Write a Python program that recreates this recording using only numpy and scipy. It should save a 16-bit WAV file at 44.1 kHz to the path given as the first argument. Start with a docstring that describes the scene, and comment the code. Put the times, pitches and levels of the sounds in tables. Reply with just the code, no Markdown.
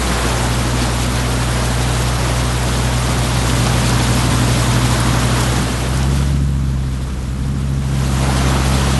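"""Deep floodwater, at the open side window of a wading five-cylinder diesel off-roader.
Firings boom through the body, unequal cylinders make the exhaust throb, and water buffets the underside.
The bow wave churns and sprays with ringing bubbles; air pockets gulp and thrown water slaps.
The microphone turns to the rear wheel from about 3 s, is drawn into the cabin near 6 s as the revs
rise, and leans out again at 8 s."""
import sys
import numpy as np
from scipy import signal
from scipy.fft import rfft, irfft, next_fast_len
from scipy.io import wavfile
from scipy.ndimage import uniform_filter1d

SR = 44100
rng = np.random.default_rng(int(sys.argv[2]) if len(sys.argv) > 2 else 0)


def unload_wav(signal):
    """Save mono or channel-first audio to the path in sys.argv[1] as 16-bit WAV at rate SR, clipped to [-1, 1]."""
    wavfile.write(
        sys.argv[1],
        SR,
        np.round(np.clip(np.atleast_2d(signal).T, -1, 1) * 32767).astype(np.int16),
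    )


N = 396459
TIME_S = np.arange(N) / SR
CYLINDERS, CRUISE_HZ = 5, 61


def amp(db):
    """Decibels to gain."""
    return 10 ** (np.asarray(db) / 20)


def unit(x):
    """Scales to rms 1."""
    return x / np.sqrt(np.mean(x ** 2) + 1e-20)


def curve(rows):
    """Interpolates (seconds, value) rows per sample."""
    return np.interp(TIME_S, *np.transpose(rows))


def swells(rows):
    """Bell-shaped rises or dips, one curve per dB column."""
    return sum(np.outer(db, np.exp(-((TIME_S - centre_s) / half_s) ** 2))
               for centre_s, half_s, *db in rows).squeeze()


def colour(x, spectrum):
    """Filters by (Hz, dB) rows; rms 1."""
    size = next_fast_len(N)
    hz, db = np.transpose(spectrum)
    bins_hz = np.fft.rfftfreq(size, 1 / SR)
    gain = amp(np.interp(np.log(bins_hz + 1), np.log(hz), db))
    return unit(irfft(rfft(x, size) * gain, size)[:N])


def drift(rate_hz):
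    """Random wander, rms 1."""
    knots = rng.standard_normal(2048)
    return unit(np.interp(TIME_S * rate_hz, np.arange(len(knots)), knots))


def add(mix, start_s, sound):
    """Mixes a sound in."""
    part = mix[round(start_s * SR):][:len(sound)]
    part += sound[:len(part)]


# Engine speed. Each row: time in seconds, firing rate in Hz.
FIRING_HZ = [(0, 60.6), (2.4, 61.12), (2.85, 62.02), (3.9, 60.81), (5.8, 61.57), (6.13, 68.7), (6.4, 69.34),
             (6.9, 65), (7.28, 64.15), (7.6, 68.1), (8.1, 66.05), (8.99, 66.7)]
# Microphone place. Each row: time in seconds, 0 at the window to 1 in the cabin.
MIC_INSIDE = [(5.55, 0), (6.2, 0.37), (6.48, 1), (7.8, .92), (7.97, 0.47), (8.32, 0.011)]
# Microphone aim. Each row: time in seconds, 0 ahead to 1 rearward.
MIC_REARWARD = [(2.9, 0.036), (3.6, 0.82), (4.4, 1), (5.4, 0.75), (5.85, 0.12)]

def heard(window_db, cabin_db, rear_db, db_per_hz=0):
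    """Level in dB at the window, offset by microphone place, aim and firing rate above cruise."""
    mic_db = cabin_db * curve(MIC_INSIDE) + rear_db * curve(MIC_REARWARD)
    return window_db + mic_db + db_per_hz * (curve(FIRING_HZ) - CRUISE_HZ)


# Drone sags. Each row: centre and half width in seconds, firing tone and octave changes in dB.
SAGS = [(0, .24, 1.5, -13), (5.74, .15, -2.5, -6.5), (7.17, .28, -3.2, -6.8), (7.75, 0.35, -3.3, 0)]

def boom(cycle, body_hz=201.8, body_width_hz=11):
    """Firing tone and octave boom through the body; the third harmonic climbs into a resonance."""
    tone_db, octave_db = swells(SAGS)
    tone_db += heard(-20.9, cabin_db=-1.5, rear_db=-0.5, db_per_hz=0.55) + 0.27 * drift(23)
    octave_db += heard(-21.3, cabin_db=-0.8, rear_db=3.4, db_per_hz=0.28) + 0.67 * drift(20)
    third_db = heard(-25.8, cabin_db=-4, rear_db=-2)
    angle = 2 * np.pi * CYLINDERS * cycle
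    octave = np.cos(2 * angle - np.pi / 8)  # lag: one tall and one small swing per firing
    detune = 2 * (3 * curve(FIRING_HZ) - body_hz) / body_width_hz
    third = (np.exp(3j * angle) / (1 + 1j * detune)).real
    return np.sqrt(2) * (amp(tone_db) * np.cos(angle) + amp(octave_db) * octave + amp(third_db) * third)


def partials(cycle, rows, waver):
    """Multiples of the engine cycle, wavering because no two burns are alike."""
    out = np.zeros(N)
    for multiple, db in rows:
        angle = 2 * np.pi * (multiple * cycle + rng.random())
        out += amp(db) * ((1 + waver * drift(7)) * np.cos(angle) + waver * drift(7) * np.sin(angle))
    return np.sqrt(2) * out


# Throb partials. Each row: multiple of the engine cycle, relative level in dB.
EXHAUST_PARTIALS = [(6, -52), (7, -38.5), (8, -40), (9, -27.5), (11, -69), (12, -38.5), (13, -31.5),
                    (14, -32), (16, -40), (17, -31), (18, -33), (20, -32.5), (21, -30), (24, -44.5),
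                    (25, -37), (26, -47), (27, -40), (28, -45)]
CABIN_PARTIALS = [(4, -42), (6, -35), (8, -35), (9, -46), (11, -42), (12, -32), (13, -38), (14, -36.5),
                  (16, -34.5), (17, -48), (18, -40), (19, -36.5), (20, -43), (21, -41.5), (24, -45),
                  (25, -45.5)]

def throb(cycle):
    """Unequal cylinders fill in tones between the firing harmonics, in exhaust and cabin."""
    exhaust_db = heard(-7, cabin_db=-11.5, rear_db=7, db_per_hz=-0.03)
    interior_db = heard(-12, cabin_db=-1, rear_db=1, db_per_hz=1.38)
    exhaust = amp(exhaust_db) * partials(cycle, EXHAUST_PARTIALS, waver=0.28)
    interior = amp(interior_db) * partials(cycle, CABIN_PARTIALS, waver=0.35)
    return exhaust + interior


# Knock spectrum. Each row: frequency in Hz, gain in dB.
CLATTER_SPECTRUM = [(150, -15), (320, 1), (470, 5.5), (600, -1.5), (800, -8), (1000, -0.5), (1300, -0.5),
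                    (1600, -5.5), (2300, -11), (5000, -25), (7000, -14), (12000, -42)]

def clatter(cycle, level_db=-39, decay_firings=1.0, lope=0.11):
    """Diesel knock through the bulkhead: a noise puff per firing, uneven over the cycle."""
    puffs = np.exp(-(CYLINDERS * cycle % 1) / decay_firings)
    uneven = 1 + lope * np.cos(2 * np.pi * cycle)
    return amp(level_db) * colour(puffs * uneven * rng.standard_normal(N), CLATTER_SPECTRUM)


# Body spectra. Each row: frequency in Hz, gain in dB.
RUMBLE_SPECTRUM = [(25, -32), (50, -6), (85, 0), (120, 1), (170, 0.5), (250, -4.5), (330, -10),
                   (450, -21.5), (900, -53)]
SHUDDER_SPECTRUM = [(15, -50), (28, -22), (38, -5), (45, -3), (58, -11), (90, -17), (200, -64)]
PANEL_SPECTRUM = [(110, -30), (200, -14.5), (235, -2), (252, -1), (275, -10), (320, -8.5), (380, -15),
                  (600, -44)]
# Body jolts; water leaning on the door. 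Each row: centre and half width in seconds, boost in dB.
JOLTS = [(7.46, .14, 9)]
DOOR_PUSHES = [(.8, 0.82, 7.5), (8.3, 0.24, 3)]

def buffeting():
    """Water buffets the underside: broad rumble, the body's lowest resonance, a drumming door panel."""
    rumble_db = heard(-30.5, cabin_db=-0.42, rear_db=3.7)
    shudder_db = heard(-43.5, cabin_db=9, rear_db=1) + swells(JOLTS)
    panel_db = heard(-36.2, cabin_db=-13, rear_db=2, db_per_hz=1.25) + swells(DOOR_PUSHES)
    layers = (rumble_db, RUMBLE_SPECTRUM), (shudder_db, SHUDDER_SPECTRUM), (panel_db, PANEL_SPECTRUM)
    return sum(amp(db) * colour(rng.standard_normal(N), spectrum) for db, spectrum in layers)


def turbulence(patch_db, patch_s, patch_hz, size=256):
    """White noise whose level wanders in patches of time and frequency."""
    hop = size // 4
    real, imag, patches = rng.standard_normal((3, N // hop + 8, size // 2 + 1))
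    patches = uniform_filter1d(patches, max(1, round(patch_s * SR / hop)), axis=0)
    patches = uniform_filter1d(patches, max(1, round(patch_hz * size / SR)), axis=1)
    frames = (real + 1j * imag) * amp(patch_db * unit(patches))
    return signal.istft(frames.T, nperseg=size, noverlap=size - hop)[1][:N]


def bubbles(per_s, low_hz, high_hz, decay_cycles, rise, spread_db, sizes=28):
    """Random bubbles, each a dying sine that rises in pitch."""
    out = np.zeros(N)
    for hz in np.geomspace(low_hz, high_hz, sizes):
        age = np.arange(0, 5, hz / decay_cycles / SR)  # in decay times
        ring = np.sin(2 * np.pi * decay_cycles * age * (1 + rise * age)) * np.exp(-age)
        births = rng.random(N) < per_s / sizes / SR
        strength = amp(spread_db * np.minimum(rng.exponential(1, N), 4))
        out += signal.oaconvolve(births * strength, unit(ring))[:N] * np.sqrt(hz / len(ring))
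    return unit(out)


# Bow wave spectra. Each row: frequency in Hz, gain in dB.
CHURN_SPECTRUM = [(60, -30), (180, -10), (300, 0), (450, 0.5), (700, 0.5), (1050, -1), (1450, -4),
                  (2000, -9), (3000, -15), (6000, -23.5), (12000, -45)]
SPRAY_SPECTRUM = [(500, -21), (1400, -1), (2400, -1), (3400, 1), (4500, -1.5), (6000, -3), (8000, -4),
                  (10000, -5.5), (11500, -6), (12500, -24)]
# The wave rears up. Each row: centre and half width in seconds, churn and spray changes in dB.
SURGES = [(.22, 0.27, 2.5, 1.4), (.83, 0.041, 2.2, 1), (8.5, .3, 2.1, -.5)]

def bow_wave(spray_db):
    """The breaking wave churns with large bubbles and throws a fizz of foam and drops."""
    rush = turbulence(patch_db=1.13, patch_s=0.04, patch_hz=450)
    gurgle = bubbles(per_s=1300, low_hz=281.7, high_hz=2777, decay_cycles=5.35, rise=0.019, spread_db=2.5)
    foam = turbulence(patch_db=1.5, patch_s=0.025, patch_hz=900)
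    drops = bubbles(per_s=3500, low_hz=1800, high_hz=11350, decay_cycles=3.3, rise=0.016, spread_db=2)
    churn = amp(-0.5) * colour(rush, CHURN_SPECTRUM) + amp(-5.5) * colour(gurgle, CHURN_SPECTRUM)
    spray = amp(-0.5) * colour(foam, SPRAY_SPECTRUM) + amp(-5.5) * colour(drops, SPRAY_SPECTRUM)
    churn_surge_db, spray_surge_db = swells(SURGES)
    churn *= amp(heard(-24.9, cabin_db=-15.3, rear_db=1.3) + churn_surge_db + 0.46 * drift(25))
    spray *= amp(spray_db + spray_surge_db + 0.69 * drift(35))
    return churn + spray


# Tyre slosh spectrum. Each row: frequency in Hz, gain in dB.
SLOSH_SPECTRUM = [(400, -25), (750, -6), (1050, 3), (1400, -2.5), (1900, -7), (3000, -25), (6000, -40)]
# The tyre digs in. Each row: centre and half width in seconds, boost in dB.
TYRE_DIGS = [(5.1, .27, 5)]

def rear_wheel():
    """The tread folds air into the water in uneven lumps of mid-sized bubbles."""
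    level_db = heard(-39, cabin_db=-24, rear_db=6.8) + swells(TYRE_DIGS)
    froth = bubbles(per_s=1100, low_hz=602, high_hz=2587, decay_cycles=7.3, rise=0.016, spread_db=3)
    return amp(level_db + 1.2 * drift(22)) * colour(froth, SLOSH_SPECTRUM)


def droplets(level_db):
    """Near drops ping above the foam."""
    pings = bubbles(per_s=30, low_hz=5530, high_hz=10500, decay_cycles=8.4, rise=0.0071, spread_db=4)
    return amp(level_db) * pings


# Air pockets. Each row: start in seconds, relative level in dB, initial pitch in Hz, decay in seconds.
GULPS = [(.095, -16.5, 168, .02), (3.071, -23, 150, .025), (5.58, -13.5, 151.4, 0.024)]

def gulps(attack_s=0.013, glide_per_s=1.28, slap_gain=0.95):
    """A large air pocket slaps the underside, rings low and glides up as it surfaces."""
    out, t = np.zeros(N), np.arange(SR // 4) / SR
    for start_s, db, hz, decay_s in GULPS:
        ring = np.sin(2 * np.pi * hz * t * (1 + glide_per_s * t))
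        slap = colour(rng.standard_normal(N), RUMBLE_SPECTRUM)[:len(t)]
        envelope = 2 * (1 - np.exp(-t / attack_s)) * np.exp(-t / decay_s)
        add(out, start_s, amp(db) * envelope * (ring + slap_gain * slap))
    return out


# Splashes. Each row: start in seconds, relative level in dB, pitch in Hz, decay in seconds.
SPLASHES = [(.815, -25, 4520, 0.023), (2.154, -24, 4440, 0.0067), (3.497, -22.5, 4000, 0.011),
            (3.665, -19.5, 6000, 0.0049), (3.893, -21, 7950, .006), (3.992, -24, 3200, .015),
            (5.405, -21.5, 8000, .008), (5.432, -23, 7500, 0.0089), (5.973, -21, 8500, .0029),
            (6.029, -20.5, 6000, .0033), (6.225, -32, 3200, .016)]

def splashes(attack_s=0.00041, gain_db=1.5):
    """Thrown water slaps: short bursts of hiss around one pitch."""
    out, t = np.zeros(N), np.arange(SR // 5) / SR
    for start_s, db, hz, decay_s in SPLASHES:
        band = signal.butter(2, [hz / 1.8, hz * 1.3], "bandpass", fs=SR, output="sos")
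        hiss = unit(signal.sosfilt(band, rng.standard_normal(len(t))))
        envelope = (1 - np.exp(-t / attack_s)) * np.exp(-t / decay_s)
        add(out, start_s, amp(db + gain_db) * envelope * hiss)
    return out


def scene():
    """Vehicle and water, the same in both channels."""
    cycle = np.cumsum(curve(FIRING_HZ)) / SR / CYLINDERS  # engine cycles elapsed
    vehicle = boom(cycle) + throb(cycle) + clatter(cycle) + buffeting()
    spray_db = heard(-27.5, cabin_db=-14.2, rear_db=2.4)
    water = bow_wave(spray_db) + rear_wheel() + droplets(spray_db - 17.5) + gulps() + splashes()
    return np.array([vehicle + water] * 2)


def record(dry):
    """Steep low-pass."""
    cutoff_hz = 11950
    taps = signal.firwin(401, cutoff_hz, window=("kaiser", 9), fs=SR)
    return signal.oaconvolve(dry, taps[None], "same")


dry = scene()
out = record(dry)
unload_wav(out)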